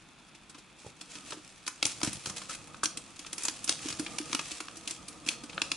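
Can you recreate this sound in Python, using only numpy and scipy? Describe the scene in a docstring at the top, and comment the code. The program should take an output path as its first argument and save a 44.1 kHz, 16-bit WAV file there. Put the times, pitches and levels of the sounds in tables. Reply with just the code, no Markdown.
"""Handling a foil-plastic bag

Hands turn and bend a stiff foil-plastic toy bag close to a small stereo microphone, over a table with toy parts.
Snapping creases and clacks are bursts of filtered noise; sliding fingers are granular friction noise.
The flexing panels and the bumps on the table are sums of damped modes.
A small room answers with decaying noise, over a faint steady hiss."""
import sys
import numpy as np
from scipy import signal
from scipy.fft import rfft, irfft, next_fast_len
from scipy.io import wavfile
from scipy.ndimage import map_coordinates

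SR = 44100
rng = np.random.default_rng(int(sys.argv[2]) if len(sys.argv) > 2 else 0)


def transcribe(signal):
    """Save signal, clipped to [-1, 1], as a 16-bit WAV file at the path in sys.argv[1]."""
    frames = np.atleast_2d(signal).T
    limited = np.clip(frames, -1, 1)
    pcm = np.round(limited * 32767).astype(np.int16)
    wavfile.write(sys.argv[1], SR, pcm)


N = 254016

# creases snapping through: t/s, relative level/dB, resonance f/Hz, hollow part/dB, bright part/dB
SNAPS = [(0.35, -47.5, 2390, -5, -5), (0.497, -45, 8350, 1.5, 0), (0.547, -45, 1020, 1.5, -9),
         (0.584, -46.5, 3900, -4, 0.5), (1.012, -35, 7650, -0.5, -3.5), (1.154, -36, 5750, -1.5, -9),
         (1.306, -34.5, 1960, -3, -0.5), (1.322, -33, 1050, -0.5, -17), (1.666, -31, 3920, -7, 0),
         (1.678, -24.5, 6800, 6.5, 1), (1.8275, -13.5, 4300, -7, -7.5), (1.8536, -14.5, 6360, -15, -4),
         (1.8649, -28, 6910, 9.5, 10.5), (2.032, -18.5, 5960, 1.5, -0.5), (2.047, -26.5, 6330, 4, 6),
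         (2.073, -30, 1910, -2, -5), (2.13, -34, 9800, -1, 5), (2.259, -26, 3360, -3.5, 0),
         (2.27, -33.5, 6360, 4, 7), (2.298, -30, 6200, 2, 0), (2.418, -38, 2460, 2.5, -3),
         (2.497, -35.5, 1400, 5.5, 2.5), (2.837, -23, 6900, -1, 6.5), (2.8444, -27, 7000, -13, 0),
         (2.8568, -16, 6070, -15, -3.5), (2.973, -29.5, 8100, -10, 0.5), (3.193, -35.5, 2700, -10, 0.5),
         (3.265, -35.5, 6160, -5, -3), (3.330, -29.5, 9900, -6, 0), (3.381, -30, 2330, -4, 4.5),
         (3.435, -30.5, 5900, -12, 14), (3.452, -24.5, 6830, 2, 6), (3.4831, -19.5, 5730, -4.5, -1.5),
         (3.643, -33, 9400, -1, 9.5), (3.677, -26, 6160, -5, -5), (3.6935, -12, 5900, -5.5, 0),
         (3.886, -27.5, 6350, -4, 2), (3.903, -30, 6070, -6, -7), (3.926, -29.5, 4700, -3, -6),
         (3.996, -29, 9800, 2, 3), (4.064, -29, 2400, -8, -16), (4.185, -23, 9200, -1.5, -4.5),
         (4.3486, -18.5, 2760, -4.5, -3), (4.3932, -25, 2900, 2.5, -8.5), (4.516, -30, 2680, -21, -3),
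         (4.604, -30.5, 2460, 0, -3), (4.770, -38.5, 5840, -7, 6), (4.8757, -25, 3040, -27, -2),
         (4.909, -29, 7800, -17, 2), (5.083, -35.5, 9750, -7, 2.5), (5.264, -34.5, 2650, -2.5, 0),
         (5.2879, -14.5, 2650, -30, -6), (5.437, -39.5, 8350, 1, -1), (5.497, -38, 2550, -4, -12),
         (5.531, -40.5, 3510, -4, -20), (5.618, -15.5, 3120, -6.5, -9.5), (5.717, -17, 4360, -9, -9)]
REFERENCE_SNAP_DB = -16  # table level of the snap from which duration and recoil are scaled


def amp(db):
    """Level definition: an amplitude ratio is 10 to the power dB/20."""
    return 10 ** (np.asarray(db) / 20)


def unit(x):
    """Normalisation: scale to a root-mean-square value of 1."""
    return x / np.sqrt(np.mean(x ** 2) + 1e-20)


def along(points, hz):
    """Logarithmic frequency scale: interpolate (f/Hz, value) points over log frequency."""
    f, values = np.transpose(points)
    return np.interp(np.log(hz + 1), np.log(f + 1), values)


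def curves(rows):
    """Linear interpolation in time: one value per sample for each column after t/s."""
    times, *columns = np.transpose(rows)
    return [np.interp(np.arange(N) / SR, times, column) for column in columns]


def wobble(rate):
    """Slow random modulation: a smooth curve through `rate` random knots per second."""
    knots = rng.standard_normal(int(N * rate / SR) + 4)
    return map_coordinates(knots, [np.arange(N) * rate / SR])


def filtered(x, response):
    """Linear filtering: multiply the spectrum of x by a response of frequency."""
    n = x.shape[-1]
    size = next_fast_len(n + 8192)
    spectrum = rfft(x, size) * response(np.fft.rfftfreq(size, 1 / SR))
    return irfft(spectrum, size)[..., :n]


def causal(gain):
    """Minimum phase: folding the cepstrum of a gain gives its causal response."""
    cepstrum = irfft(np.log(np.maximum(gain, 1e-6)))
    half = len(cepstrum) // 2
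    cepstrum[1:half] *= 2
    cepstrum[half + 1:] = 0
    return np.exp(rfft(cepstrum))


def ports(pair):
    """Interchannel coherence: mix two unrelated signals to a set left-right likeness at each frequency."""
    # f/Hz, left-right correlation
    likeness = [(100, 0.75), (2000, 0.77), (3500, 0.86), (6000, 0.38), (11000, 0.47)]

    def mid_side(hz):
        angle = np.arccos(np.clip(along(likeness, hz), -1, 1)) / 2
        return np.array([np.cos(angle), np.sin(angle)])

    mid, side = filtered(pair, mid_side)
    return np.array([mid + side, mid - side])


def coloured(pair, spectrum):
    """Spectral shaping: filter a pair to the given spectrum, as stereo of rms 1."""
    return unit(ports(filtered(pair, lambda hz: amp(along(spectrum, hz)))))


def add(track, s, sound):
    """Superposition: sum a sound into a track from time s."""
    part = track[..., max(round(s * SR), 0):][..., :sound.shape[-1]]
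    part += sound[..., :part.shape[-1]]


def add_centred(track, s, sound):
    """Superposition about an instant: sum a sound with its middle at time s."""
    add(track, s - sound.shape[1] / 2 / SR, sound)


def ring(modes, t, scatter):
    """Modal decay: damped sines whose pitch and strength the grip shifts at every blow."""
    total = 0
    for hz, db, t60 in modes:
        envelope = amp(db + rng.normal(0, 0.97) - 60 * t / t60)
        shifted_hz = hz * (1 + scatter * rng.normal())
        total = total + envelope * np.sin(2 * np.pi * shifted_hz * t)
    return total


def small_radiator(x, low_hz=85):
    """Radiation cut-off: small surfaces hardly radiate the deepest bass; the right channel is stronger."""
    highpass = signal.butter(2, low_hz, "highpass", fs=SR, output="sos")
    return signal.sosfilt(highpass, x) * amp([[-1.2], [1.2]])


def burst(db, rise, fall, ring_hz, hollow, bright, ring_db=5, ring_width=0.13, hollow_db=-1):
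    """Transient excitation of a resonator: a noise pulse rings the film, centred in the returned sound."""
    # ringing film: f/Hz, relative spectral density/dB
    film_spectrum = [(150, -16.5), (400, -1), (650, 1), (1000, 5.5), (1300, 8), (1900, 2), (3000, 3.5),
                     (6000, 6), (9500, 3.5), (11200, 0.5)]
    sharp_share, sharp_db = 0.38, 1.5  # the upper middle partly follows the bright part
    size = 4096
    t = (np.arange(size) - size / 2) / SR
    hz = np.fft.rfftfreq(size, 1 / SR)
    core = (hz > 2200) & (hz < 6500)  # the band whose strength is set
    pulse = np.exp(-np.logaddexp(-t / rise, t / fall))
    # wide creases sound hollow, tight ones bright, and each has one strongest resonance
    tilt = [(800, min(hollow, 0)), (1400, hollow + hollow_db), (2400, 0), (3500, 0),
            (5100, sharp_db + sharp_share * bright), (8000, bright)]
    resonance = ring_db / (1 + ((hz / ring_hz - 1) / ring_width) ** 2)
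    response = causal(amp(along(film_spectrum, hz) + along(tilt, hz) + resonance))
    ringing = rfft(rng.standard_normal((2, size)) * pulse) * response
    strength = np.linalg.norm(pulse) / np.linalg.norm(irfft(ringing * core), axis=1, keepdims=True)
    return amp(db) * strength * irfft(ringing)


def crinkle(rate, spread_db, grain_s, smooth):
    """Granular friction: noise of rms 1 breaks into `rate` crinkles per second over a smooth share."""
    # rubbed film: f/Hz, relative spectral density/dB
    rub_spectrum = [(250, -21), (450, -8), (900, -7.5), (1270, -8), (1900, -5), (2600, -3.5), (3400, -3),
                    (4700, -3), (6400, -1.5), (9300, -4.5), (11200, -11)]
    happens = rng.random(N) < rate / SR
    sizes = amp(spread_db * np.minimum(rng.exponential(size=N), 3.5)) * happens
    # each crinkle's power dies exponentially
    power = signal.lfilter([1], [1, -np.exp(-2 / (grain_s * SR))], sizes ** 2)
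    grains = np.sqrt(power / power.mean() + smooth ** 2)
    return coloured(grains * rng.standard_normal((2, N)), rub_spectrum)


def hiss(level_db=-58.5):
    """Stationary random noise: a steady hiss of fixed spectrum."""
    # f/Hz, relative spectral density/dB
    hiss_spectrum = [(15, -34), (25, -4.5), (97, -11), (142, -3.5), (193, -3), (313, -5), (472, -16),
                     (893, -11), (1970, -15.5), (2480, -13), (3120, -18.5), (3460, -12.5), (3830, -17),
                     (8680, -33), (11200, -28), (14600, -66), (22000, -120)]
    return amp(level_db) * coloured(rng.standard_normal((2, N)), hiss_spectrum)


def room(x, wet_db=-6, gap_s=0.00065):
    """Reverberation: convolution with decaying noise, redrawn each quarter second as the bag is held elsewhere."""
    # f/Hz, relative reflected level/dB
    reflected = [(80, 3), (300, 2), (1200, 0.5), (3000, -6), (11000, 2)]
    # f/Hz, t60/s
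    reverberation = [(150, 0.15), (1000, 0.22), (4000, 0.41), (11000, 0.22)]
    out, hop = np.zeros((2, N)), SR // 4
    for start in range(0, N, hop):
        hz, t, noise = signal.stft(rng.standard_normal((2, SR // 2)), SR, nperseg=256)
        decay_db = along(reflected, hz)[:, None] - 60 * t / along(reverberation, hz)[:, None]
        decay = amp(decay_db) * (1 - np.exp(-t / gap_s))
        tail = signal.istft(noise * decay, SR, nperseg=256)[1]
        tail = tail / np.linalg.norm(tail[0])
        slice_in = x.mean(0)[None, start:start + hop]
        add(out, start / SR, signal.fftconvolve(slice_in, tail, axes=1))
    return amp(wet_db) * ports(out)


def table_bumps(knock_db=-2, attack_s=0.0013):
    """Impact on heavily damped bodies: bag and toy parts give a dead thud and a knock on the table."""
    # t/s, relative thud level/dB, relative knock level/dB
    blows = [(0.582, -46, -38), (0.847, -65, -32.5), (0.864, -34, -27.5), (1.328, -45, -27.5),
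             (1.853, -35, -24), (2.032, -24, -23), (2.046, -32, -28), (2.075, -21, -26), (2.106, -34, -42),
             (2.13, -37, -48), (2.152, -31, -42), (2.172, -33, -37), (2.271, -31, -28), (2.306, -32.5, -37),
             (2.835, -44, -24), (3.904, -35, -34)]
    # the table's dead low modes: f/Hz, relative level/dB, t60/s
    table_modes = [(100, -3, .028), (155, -3, .025)]
    # small parts on the table top: f/Hz, relative level/dB, t60/s
    knock_modes = [(399, 6.5, 0.0073), (520, -8, 0.011), (786, -12.5, 0.042)]
    out, t = np.zeros(N), np.arange(SR // 5) / SR
    for s, thud, knock in blows:
        blow = amp(thud) * ring(table_modes, t, scatter=0.08)
        blow = blow + amp(knock + knock_db) * ring(knock_modes, t, scatter=0.08)
        add(out, s, blow * (1 - np.exp(-t / attack_s)))
    return small_radiator(out)


def panel_flex(panel_db=-3, flex_s=0.0027):
    """Plate modes: finger pushes and the recoil of each snap give the panel a short hollow note."""
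    # firm finger pushes: t/s, relative level/dB
    pushes = [(1.343, -38.5), (1.372, -37), (2.031, -23.5), (2.073, -27), (3.856, -24), (3.996, -23),
              (4.201, -26), (4.299, -34), (4.33, -32), (4.345, -25.5), (4.606, -32), (5.265, -30),
              (5.436, -31)]
    # the bag's hollow modes: f/Hz, relative level/dB, t60/s
    panel_modes = [(256, -10, 0.04), (298.2, 4, 0.047), (380, -20.5, 0.012)]
    kick_db, kick_grows = -32.5, 0.54  # recoil from the reference snap; dB more per dB of snap
    out, t = np.zeros(N), np.arange(SR // 5) / SR
    recoils = [(s, kick_db + kick_grows * (db - REFERENCE_SNAP_DB)) for s, db, *_ in SNAPS]
    for s, db in pushes + recoils:
        note = ring(panel_modes, t, scatter=0.027) * (1 - np.exp(-t / flex_s))
        add(out, s, amp(db + panel_db) * note)
    return small_radiator(out)


def rustle(level_db=-2.0, flutter_db=1, rumble_db=1.0, lumps_db=2, bright_db=0.5):
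    """Sliding friction: fingers rub the film lightly all along, and the panels rumble with them."""
    # t/s, relative rustle level/dB, relative panel rumble level/dB
    rubbing = [(0.0, -62, -76), (0.38, -64.5, -82), (0.93, -63, -69), (1.23, -51.5, -58.5), (1.6, -57, -70),
               (1.76, -57, -71), (2.0, -47, -55), (2.26, -46.5, -58.5), (2.55, -52, -57),
               (2.92, -57.5, -55.5), (3.24, -53.5, -62), (3.42, -49.5, -59), (3.9, -46, -52.5),
               (4.17, -46.5, -53), (4.46, -45.5, -59.5), (4.67, -50.5, -57), (5.21, -53.5, -56),
               (5.76, -49, -54)]
    # f/Hz, relative spectral density/dB
    rumble_spectrum = [(18, -50), (30, -13.5), (184, -1), (226, -4.5), (303, -3), (342, -2.5), (379, -20.5),
                       (473, -5), (601, -14), (666, -9), (988, -16), (1260, -6), (1520, -39), (1800, -17),
                       (2340, -32), (3960, -120)]
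    rub_db, panel_db = curves(rubbing)
    film = crinkle(rate=350, spread_db=4, grain_s=0.0026, smooth=0.77)
    treble = filtered(film, lambda hz: hz ** 4 / (hz ** 4 + 4500 ** 4))
    film = film + (amp(bright_db) - 1) * treble
    film = film * amp(rub_db + level_db + flutter_db * wobble(35))
    rumble = coloured(rng.standard_normal((2, N)), rumble_spectrum)
    rumble = unit(rumble * amp(lumps_db * wobble(30)))
    return film + rumble * amp(panel_db + rumble_db) * amp([[-1], [1]])


def strokes(level_db=-2, edge_s=0.0039, slip_hz=95, slip_db=2.0):
    """Stick-slip friction: a firmer grip drags the film unevenly in short spells of dense crinkling."""
    # t/s (start), length/s, relative level/dB
    spells = [(0.779, 0.13, -54), (1.098, 0.091, -46.5), (1.257, 0.089, -45.5), (1.866, 0.064, -38.5),
              (2.03, 0.067, -38), (2.133, 0.037, -46), (2.278, 0.024, -44), (2.365, 0.026, -36),
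              (2.489, 0.069, -39), (3.391, 0.11, -41), (3.685, 0.043, -32.5), (3.823, 0.095, -39.5),
              (4.298, 0.043, -42), (4.443, 0.15, -44), (4.874, 0.059, -40.5), (5.271, 0.069, -38.5)]
    t, grip = np.arange(N) / SR, np.zeros(N)
    for s, length, db in spells:
        grip += amp(db) * (np.tanh((t - s) / edge_s) - np.tanh((t - s - length) / edge_s)) / 2
    # the slip rate wanders about slip_hz
    cycle = np.cumsum(slip_hz * np.exp(0.48 * wobble(66))) / SR
    slips = unit(amp(slip_db * np.cos(2 * np.pi * cycle)))
    return amp(level_db) * grip * slips * crinkle(rate=400, spread_db=3.5, grain_s=0.0021, smooth=0.82)


def clacks(crack_db=-2.0, hollow_db=-3, attack_s=0.00055, pan_db=0.5):
    """Impulse and modal response: stiff plastic gives a short crack over a dull hollow tock."""
    # t/s, relative crack level/dB, relative tock level/dB, bright part/dB
    clack_events = [(2.016, -27, -32, -9), (2.745, -39.5, -34, -27), (2.8338, -25, -15, -4),
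                    (3.2475, -38.5, -42, -33), (4.3305, -18.5, -27, -4), (4.684, -32.5, -32.5, -19),
                    (5.5795, -24.5, -25, -39)]
    # what every clack rings with: f/Hz, relative level/dB, t60/s
    tock_modes = [(1268, 0, .011), (1595, -3.5, 0.011)]
    cracks, tocks, t = np.zeros((2, N)), np.zeros(N), np.arange(SR // 20) / SR
    for s, db, tock_db, bright in clack_events:
        crack = burst(db + crack_db, rise=0.00072, fall=0.0018, ring_hz=1300, hollow=hollow_db, bright=bright)
        add_centred(cracks, s, crack)
        tock = ring(tock_modes, t, scatter=0.047) * (1 - np.exp(-t / attack_s))
        add(tocks, s, amp(tock_db) * tock)
    return (ports(cracks) + tocks) * amp([[pan_db / 2], [-pan_db / 2]])


def snaps(level_db=-2.5, pan_db=0.5):
    """Snap-through buckling: creases flip from one stable shape to another, the harder the quicker."""
    fall_s, rise_s = 0.003, 0.00036  # time constants of the reference snap
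    doubling_db = 19  # a snap this much weaker falls twice as long
    rise_grows = 1.4  # power of the fall time that the rise time follows
    out = np.zeros((2, N))
    for s, db, ring_hz, hollow, bright in SNAPS:
        stretch = 2 ** ((REFERENCE_SNAP_DB - db) / doubling_db)
        rise, fall = rise_s * stretch ** rise_grows, fall_s * stretch
        add_centred(out, s, burst(db + level_db, rise, fall, ring_hz, hollow, bright))
    return ports(out) * amp([[pan_db / 2], [-pan_db / 2]])


def scene():
    """Superposition of sources: the handled bag and its room's answer over steady hiss."""
    handling = table_bumps() + panel_flex() + rustle() + strokes() + clacks() + snaps()
    return hiss() + room(handling) + handling


def record(dry, top_hz=11130):
    """Resonant coloration and band limiting: the microphone housing's peaks and dips, then a steep cut-off."""
    # housing resonances: centre f/Hz, width/Hz, level change/dB
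    housing_modes = [(1367, 190, 3), (1990, 88, -2), (2558, 360, 4.5), (3290, 63, 4.5)]

    def housing(hz):
        return amp(sum(db / (1 + (2 * (hz - centre) / width) ** 2) for centre, width, db in housing_modes))

    return filtered(filtered(dry, housing), lambda hz: 1 / np.sqrt(1 + (hz / top_hz) ** 200))


dry = scene()
out = record(dry)
transcribe(out)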